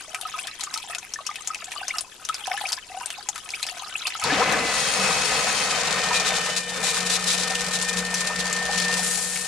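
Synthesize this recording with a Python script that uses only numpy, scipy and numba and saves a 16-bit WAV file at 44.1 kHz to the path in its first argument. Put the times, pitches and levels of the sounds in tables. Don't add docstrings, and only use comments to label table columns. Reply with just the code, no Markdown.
import sys
import numpy as np
from scipy import signal
from scipy.fft import rfft, irfft, next_fast_len
from scipy.io import wavfile
from scipy.ndimage import uniform_filter1d
from numba import njit

SR = 44100
rng = np.random.default_rng(int(sys.argv[2]) if len(sys.argv) > 2 else 0)


def wrap_up_sound(samples):
    columns = np.atleast_2d(samples).T
    tamed = np.clip(columns, -1, 1)
    steps = np.round(tamed * 32767).astype(np.int16)
    wavfile.write(sys.argv[1], SR, steps)


N = 417627
TIME = np.arange(N) / SR
FFT_SIZE = next_fast_len(N)


def undb(db):
    return 10 ** (np.asarray(db) / 20)


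def unit(x):
    return x / np.sqrt(np.mean(x ** 2))


def curves(table):
    times, *columns = np.transpose(table)
    return [np.interp(TIME, times, column) for column in columns]


def over_hz(table, column=1):
    columns = np.transpose(table)
    return np.interp(np.log(np.fft.rfftfreq(FFT_SIZE, 1 / SR) + 1), np.log(columns[0]), columns[column])


def walk(rate):
    step = int(SR / rate)
    return uniform_filter1d(np.repeat(rng.standard_normal(N // step + 1), step), step)[:N]


def hold(start_s, length_s, edge_s):
    t = TIME - start_s
    return np.clip(np.minimum(t, length_s - t) / edge_s + .5, 0, 1)


def keep_highs(x, hz, order):
    return signal.sosfilt(signal.butter(order, hz, "high", fs=SR, output="sos"), x)


def band(x, low_hz, high_hz):
    return signal.sosfilt(signal.butter(2, [low_hz, high_hz], "band", fs=SR, output="sos"), x)


def gritty(scatter_db, rate):
    return rng.standard_normal(N) * undb(scatter_db * walk(rate))


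def droplets(count, scatter_db, t60):
    when, big = rng.random((count, 2)).T
    hits = np.zeros(N)
    hits[(when * N).astype(int)] = undb(-scatter_db * np.log(1 - 0.8 * big))
    return unit(signal.lfilter([1], [1, -1000. ** (-1 / (t60 * SR))], hits))


@njit
def bubble_tones(start, hz, t60, size, glide, swell_cycles):
    out = np.zeros(N)
    for b in range(len(start)):
        length = t60[b] * SR
        cycles, gain, fade = 0., size[b], 1000. ** (-1 / length)
        for i in range(min(int(length), N - start[b])):
            cycles += hz[b] * (1 + glide[b] * i / length) / SR
            gain *= fade
            out[start[b] + i] += gain * min(cycles / swell_cycles[b], 1.) * np.sin(2 * np.pi * cycles)
    return out


def fizz(count, low_hz, octaves, cycles, scatter_db, glide):
    when, pitch, big, rise = rng.random((count, 4)).T
    hz = low_hz * 2 ** (octaves * pitch)
    size = undb(-scatter_db * np.log(1 - .93 * big))
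    return unit(bubble_tones((when * N).astype(int), hz, cycles / hz, size, glide * rise, 1 + 2 * rise))


# f/Hz, likeness/0-1
LIKENESS = [(30, 0.47), (200, 0.77), (1000, 0.71), (3000, 0.54), (8000, 0.17)]
def spread(left, other, colour):
    alike, gain = np.clip(over_hz(LIKENESS), 0, 1), undb(over_hz(colour))
    shared, separate = rfft(left, FFT_SIZE) * gain, rfft(other, FFT_SIZE) * gain
    right = alike * shared + np.sqrt(1 - alike ** 2) * separate
    return unit(irfft(np.array([shared, right]), FFT_SIZE)[:, :N])


# f/Hz, level/dB
BASEMENT_COLOUR = [(25, 2), (120, 1), (450, 1.5), (1300, -16), (6000, -7), (12000, -12.5)]
def basement():
    return undb(-49.5) * spread(rng.standard_normal(N), rng.standard_normal(N), BASEMENT_COLOUR)


@njit
def echo(x, lag, gain, damp):
    out, dulled = x.copy(), 0.
    for i in range(lag, len(x)):
        dulled += (1 - damp) * (out[i - lag] - dulled)
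        out[i] += gain * dulled
    return out


# f/Hz, width/Hz, level/dB
PIT_NOTES = [(760.5, 26.6, -4.5), (1266, 44, -3.5), (2592, 63, -6)]
def pit(water, echo_s=.00393):
    ringing = sum(undb(db) * signal.lfilter(*signal.iirpeak(hz, hz / width, fs=SR), water)
                  for hz, width, db in PIT_NOTES)
    sides = [echo(side, int(echo_s * SR), gain=0.23, damp=0.59) for side in water + ringing]
    return np.array([echo(side, lag, gain=0.2, damp=0.29) for side, lag in zip(sides, (431, 487))])


# t/s, level/dB
TRICKLE_LEVEL = [(0.0, -36), (0.1, -37), (0.38, -33), (0.57, -35.5), (0.74, -30.5), (0.88, -37),
                 (1.1, -41.5), (1.45, -39), (1.62, -39), (1.97, -31.5), (2.06, -45.5), (2.2, -41.5),
                 (2.25, -40.5), (2.68, -27.5), (2.81, -40.5), (3.02, -34.5), (3.42, -40), (3.55, -34.5),
                 (4.2, -29)]
# f/Hz, level/dB
TRICKLE_COLOUR = [(300, 19), (700, -6), (1300, 5.5), (2600, 8.5), (7000, -1.5), (12000, 1.5)]
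def trickle():
    (level_db,) = curves(TRICKLE_LEVEL)
    burble = fizz(count=4500, low_hz=622, octaves=2.6, cycles=52, scatter_db=9.5, glide=0.25)
    burble *= undb(5.4 * walk(200))
    fine = np.array([fizz(count=2500, low_hz=2473, octaves=2.55, cycles=118, scatter_db=9, glide=0.51)
                     for _ in range(2)])
    fine = fine + 0.23 * fine[::-1]
    hiss = spread(gritty(1.4, 400), gritty(6.36, 450), TRICKLE_COLOUR)
    edges_hz = 700. * 1.6 ** np.arange(8)
    rings = sum(droplets(count=420, scatter_db=6.5, t60=0.063) * band(hiss, low, high)
                for low, high in zip(edges_hz, edges_hz[1:]))
    ticks = droplets(count=450, scatter_db=7.5, t60=0.031) * hiss
    patter = keep_highs(rings + undb(-7.5) * ticks + undb(-23.5) * hiss, 600, order=3)
    surges = undb(level_db + 2.76 * walk(35))
    return surges * (undb(-12) * burble + undb(-10.5) * fine + undb(-4) * patter)


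# t/s, relative level/dB, starting f/Hz
PLOPS = [(0.146, -28, 1245), (0.252, -21.5, 1270), (0.34, -23, 1240), (0.386, -17, 2150),
         (0.435, -21.5, 2900), (0.671, -24, 1160), (0.76, -26, 1280), (0.911, -31, 1284),
         (1.159, -25.5, 1755), (1.189, -21.5, 1120), (1.264, -20, 2250), (1.291, -18.5, 1176),
         (1.503, -25, 1262), (1.762, -19.5, 1160), (1.903, -11.5, 1850), (1.939, -22.5, 1270),
         (2.295, -15, 1286), (2.437, -18, 2750), (2.477, -20, 753), (2.517, -19, 717), (2.54, -16, 793),
         (2.576, -18.5, 1694), (2.612, -14.5, 836), (2.639, -21.5, 770), (2.652, -18, 2100),
         (2.9, -28.5, 720), (2.944, -23, 716), (2.97, -21, 760), (3.013, -18, 940), (3.186, -29, 807),
         (3.287, -24.5, 830), (3.536, -11.5, 2150), (3.637, -18, 2300), (3.951, -14, 2250),
         (4.053, -9.5, 2400), (4.152, -25, 1295), (4.222, -23.5, 1270), (4.243, -14, 937), (4.322, -7, 278),
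         (6.11, -14.5, 960), (7.51, -20, 744), (8.301, -19.5, 950), (8.375, -22, 1850), (8.69, -19, 794)]
def bubbles(small_above_hz=1800):
    start_s, db, hz = np.transpose(PLOPS)
    small = hz > small_above_hz
    glide = np.where(small, 1.2, 0.16) * (.5 + .5 * rng.random(len(hz)))
    t60 = 0.067 * np.where(small, .5, 1)
    size = undb(db + np.where(small, 2, -5))
    swell_cycles = np.where(small, 18, .5)
    tones = bubble_tones((start_s * SR).astype(int), hz, t60, size, glide, swell_cycles)
    return tones * undb(4 * walk(260))


# t/s, relative level/dB, ring f/Hz
SURFACE_HITS = [(0.1464, -9, 2400), (0.2124, -13, 10900), (0.471, -12.5, 3570), (0.6088, -12, 4070),
                (0.637, -9.5, 6500), (0.7402, -8.5, 5550), (0.7758, -10.5, 4240), (0.9492, -9.5, 2510),
                (0.9842, -15, 6130), (1.1375, -10, 6000), (1.2662, -9.5, 5900), (1.3575, -12.5, 2790),
                (1.4733, -10.5, 6740), (1.5463, -10.5, 2540), (1.6433, -17.5, 7360), (1.718, -12, 2480),
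                (1.881, -11, 6000), (1.9838, -8.5, 5050), (2.0087, -12.5, 9600), (2.25, -14.5, 6000),
                (2.289, -9.5, 3200), (2.3432, -10, 4970), (2.689, -12, 4660), (2.721, -10.5, 5300),
                (2.729, -6.5, 4940), (3.059, -10.5, 8800), (3.104, -10, 3050), (3.288, -8, 6740),
                (3.358, -15.5, 1380), (3.379, -12.5, 1240), (3.49, -15.5, 2610), (3.505, -15.5, 4900),
                (3.629, -7, 4080), (3.666, -16, 4750), (4.0697, -8, 4470), (4.1974, -14, 6900),
                (4.239, -5, 4240), (4.523, -8, 2470), (7.554, -7, 2920), (7.8257, -11, 7400),
                (8.142, -3, 5800), (8.528, -7, 6860), (8.8003, -6.5, 4340), (9.359, -11, 2380)]
def slaps(ring_t60=0.047, tick_t60=0.0038, splash_t60=0.067):
    out, t = np.zeros((2, N)), np.arange(2048) / SR
    noises = rng.standard_normal((len(SURFACE_HITS), 3, len(t)))
    for (start_s, db, hz), noise in zip(SURFACE_HITS, noises):
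        grit = noise[0] + 0.5 * noise[1:]
        ring = signal.lfilter(*signal.iirpeak(hz, 1 / 0.14, fs=SR), grit * 1000. ** (-t / ring_t60))
        tick = undb(-8) * grit * 1000. ** (-t / tick_t60)
        splash = undb(-17) * grit * 1000. ** (-t / splash_t60)
        slap = ring + tick + splash
        lean_db = noise[0, -1] * np.array([[1], [-1]])
        slap *= undb(db - 2 + lean_db) / np.abs(slap).max()
        i = int(start_s * SR)
        out[:, i:i + len(t)] += slap[:, :N - i]
    return keep_highs(out, 800, order=2)


def priming(gulp_s=4.372, length_s=.06, low_hz=490, octaves=1.2):
    progress = np.clip((TIME - gulp_s) / length_s, 0, 2)
    hz = low_hz * 2 ** (octaves * progress) * (1 + 0.04 * walk(300))
    note = np.sin(2 * np.pi * np.cumsum(hz) / SR)
    gulp = undb(-21 + 2 * walk(150)) * hold(gulp_s, length_s, edge_s=.012) * note
    rumble = unit(band(rng.standard_normal(N), 120, 510))
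    return gulp + undb(-32.5) * hold(start_s=4.26, length_s=0.423, edge_s=0.039) * rumble


# t/s, speed lost/Hz
SLOWDOWN = [(4.6, 0), (4.87, 4), (5.2, 4.5), (6.2, 8)]
def shaft_turns(free_hz=68.3, start_s=4.205, spin_up_s=.058, wobble=.002):
    spin = 1 - np.exp(-np.maximum(TIME - start_s, 0) / spin_up_s)
    (lost_hz,) = curves(SLOWDOWN)
    return np.cumsum((free_hz * spin - lost_hz) * (1 + wobble * walk(20))) / SR


def shaft_tones(turns, tones, waver_db):
    return sum(undb(db + waver_db * walk(14)) * np.sqrt(2) * np.sin(2 * np.pi * multiple * turns)
               for multiple, db in tones)


# t/s, whine level/dB, high whine level/dB, hum level/dB
MOTOR_LEVELS = [(4.285, -49, -39, -41), (4.305, -20.5, -37, -48), (4.335, -39, -33, -48),
                (4.37, -38, -50, -34), (4.68, -35, -41, -39.5), (4.86, -41, -41, -84),
                (4.99, -42, -41, -34), (5.55, -43.5, -42, -46), (6.15, -32.5, -38, -40),
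                (6.7, -40.5, -43, -39), (7.6, -35.5, -42.5, -34.5), (8.3, -33, -49, -36),
                (8.95, -30, -43.5, -31.5), (9.15, -38.5, -48.5, -38.5), (9.47, -41.5, -58, -42.5)]
# multiple of the shaft speed, relative level/dB
WHINE_TONES = [(10, -14), (30, 0)]
HIGH_TONES = [(40, -2.5), (50, -3.5), (60, -5)]
HUM_TONES = [(1, -19.5), (3, 0.5), (8, -7.5)]
def motor():
    whine_db, high_db, hum_db = curves(MOTOR_LEVELS)
    turns = shaft_turns()
    whine = undb(whine_db) * shaft_tones(turns, WHINE_TONES, waver_db=1.5)
    high_whine = undb(high_db) * shaft_tones(turns, HIGH_TONES, waver_db=4)
    hum = undb(hum_db + 2.5 * walk(70)) * shaft_tones(turns, HUM_TONES, waver_db=2.5)
    return whine + high_whine + hum


# t/s, level/dB
PIPE_LEVEL = [(4.2, -52), (4.25, -27), (4.4, -23.5), (4.85, -29), (5.0, -26.5), (6.16, -28.5), (6.5, -30.5),
              (6.65, -38), (6.85, -32), (7.95, -35), (8.95, -33), (9.15, -37.5), (9.46, -41.5)]
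# f/Hz, level/dB
PIPE_COLOUR = [(20, -63), (50, -7), (95, -18.5), (150, 2), (330, -11.5), (480, -0.5), (1000, -4.5),
               (2500, -6.5), (4500, -25.5)]
def pipe():
    (level_db,) = curves(PIPE_LEVEL)
    rush = spread(gritty(1.73, 30), gritty(1.0, 30), PIPE_COLOUR)
    gurgle = fizz(count=1800, low_hz=548.6, octaves=2.875, cycles=27, scatter_db=6, glide=1.0)
    mouth = unit(band(rush, 417, 495))
    return undb(level_db) * (rush + undb(-7) * gurgle + undb(-13.5) * mouth)


# t/s, level/dB, treble boost/dB, wholeness/0-1 (0 is broken into drops)
VENT_JET = [(4.2, -24, -38, 0.7), (4.61, -29.5, -5, 0.8), (4.78, -24.5, -3.5, 1), (5.65, -24.5, -5, 0.98),
            (5.83, -24, -8, 0), (6.5, -25, -4.5, 0.4), (6.65, -33, -1.5, 0.2), (7.0, -28.5, -1.5, 0),
            (7.5, -24.5, -3.5, 0), (7.9, -29.5, -1.5, 0.04), (8.5, -27.5, -3.5, 0), (8.9, -24.5, -4.5, 0),
            (9.08, -27.5, 7, 0.7), (9.46, -32.5, 6, 0.87)]
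# f/Hz, level/dB
VENT_COLOUR = [(900, -10.5), (2400, -1), (4300, 4.5), (6000, 1.5), (7600, 2.5), (12000, -3)]
# f/Hz, width/Hz
VENT_WHISTLES = [(2560, 63), (4400, 230), (5430, 110), (6520, 82), (9300, 790)]
# t/s, length/s, level/dB
VENT_SPURTS = [(5.704, 0.018, -18.5), (5.865, 0.023, -20.5), (6.137, 0.044, -19.5), (6.256, 0.044, -20),
               (6.357, 0.023, -21), (6.566, 0.028, -20.5), (6.689, 0.02, -27.5), (6.832, 0.09, -22.5),
               (6.954, 0.041, -22.5), (7.061, 0.024, -23), (7.095, 0.079, -21), (7.266, 0.091, -20.5),
               (7.39, 0.026, -23.5), (7.728, 0.039, -22), (7.885, 0.018, -20.5), (7.977, 0.023, -23),
               (8.397, 0.016, -19.5)]
def vent():
    level_db, treble_db, whole = curves(VENT_JET)
    broken = 1 - np.clip(whole, 0, 1)
    spray = spread(gritty(2.35, 300), gritty(2.1, 300), VENT_COLOUR)
    treble = signal.sosfiltfilt(signal.butter(3, 7000, "high", fs=SR, output="sos"), spray)
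    whistle = sum(unit(band(spray, hz - width / 2, hz + width / 2)) for hz, width in VENT_WHISTLES)
    jet = spray + (undb(treble_db) - 1) * treble + undb(-17 - 50 * broken) * whistle
    spatter = 1 - .5 * broken * (1 - droplets(count=700, scatter_db=3.5, t60=0.038))
    spurts = sum(undb(db) * hold(start_s, length_s, edge_s=0.016) for start_s, length_s, db in VENT_SPURTS)
    ring = undb(-17) * spurts * unit(band(spray, 3480, 4100))
    return ring + undb(-1) * np.maximum(spatter * undb(level_db), spurts) * jet


def scene(switch_s=4.22):
    pump_on = np.clip((TIME - switch_s) / 0.035, 0, 1)
    falling = slaps() + (1 - pump_on) * trickle() + bubbles()
    pumped = pump_on * (pipe() + vent() + priming())
    return basement() + undb(0.5) * pit(falling + pumped) + pump_on * motor()


# f/Hz, level/dB, left minus right/dB
MIC_COLOUR = [(60, -2, 2.5), (260, -5.5, 3.5), (1440, 0.5, 3), (3880, 0.5, 3), (7450, 2.5, 5.5),
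              (10220, -2, 11.5), (12040, -9, 4.5), (13800, -23, -4), (15300, -60, -5)]
def record(dry, top_hz=16300):
    db, lean_db = over_hz(MIC_COLOUR), over_hz(MIC_COLOUR, column=2) / 2
    heard = irfft(rfft(dry, FFT_SIZE) * undb([db + lean_db, db - lean_db]), FFT_SIZE)[:, :N]
    rounded = .8 * np.tanh(heard / .8)
    return signal.sosfilt(signal.ellip(8, .2, 70, top_hz, fs=SR, output="sos"), rounded)


dry = scene()
out = record(dry)
wrap_up_sound(out)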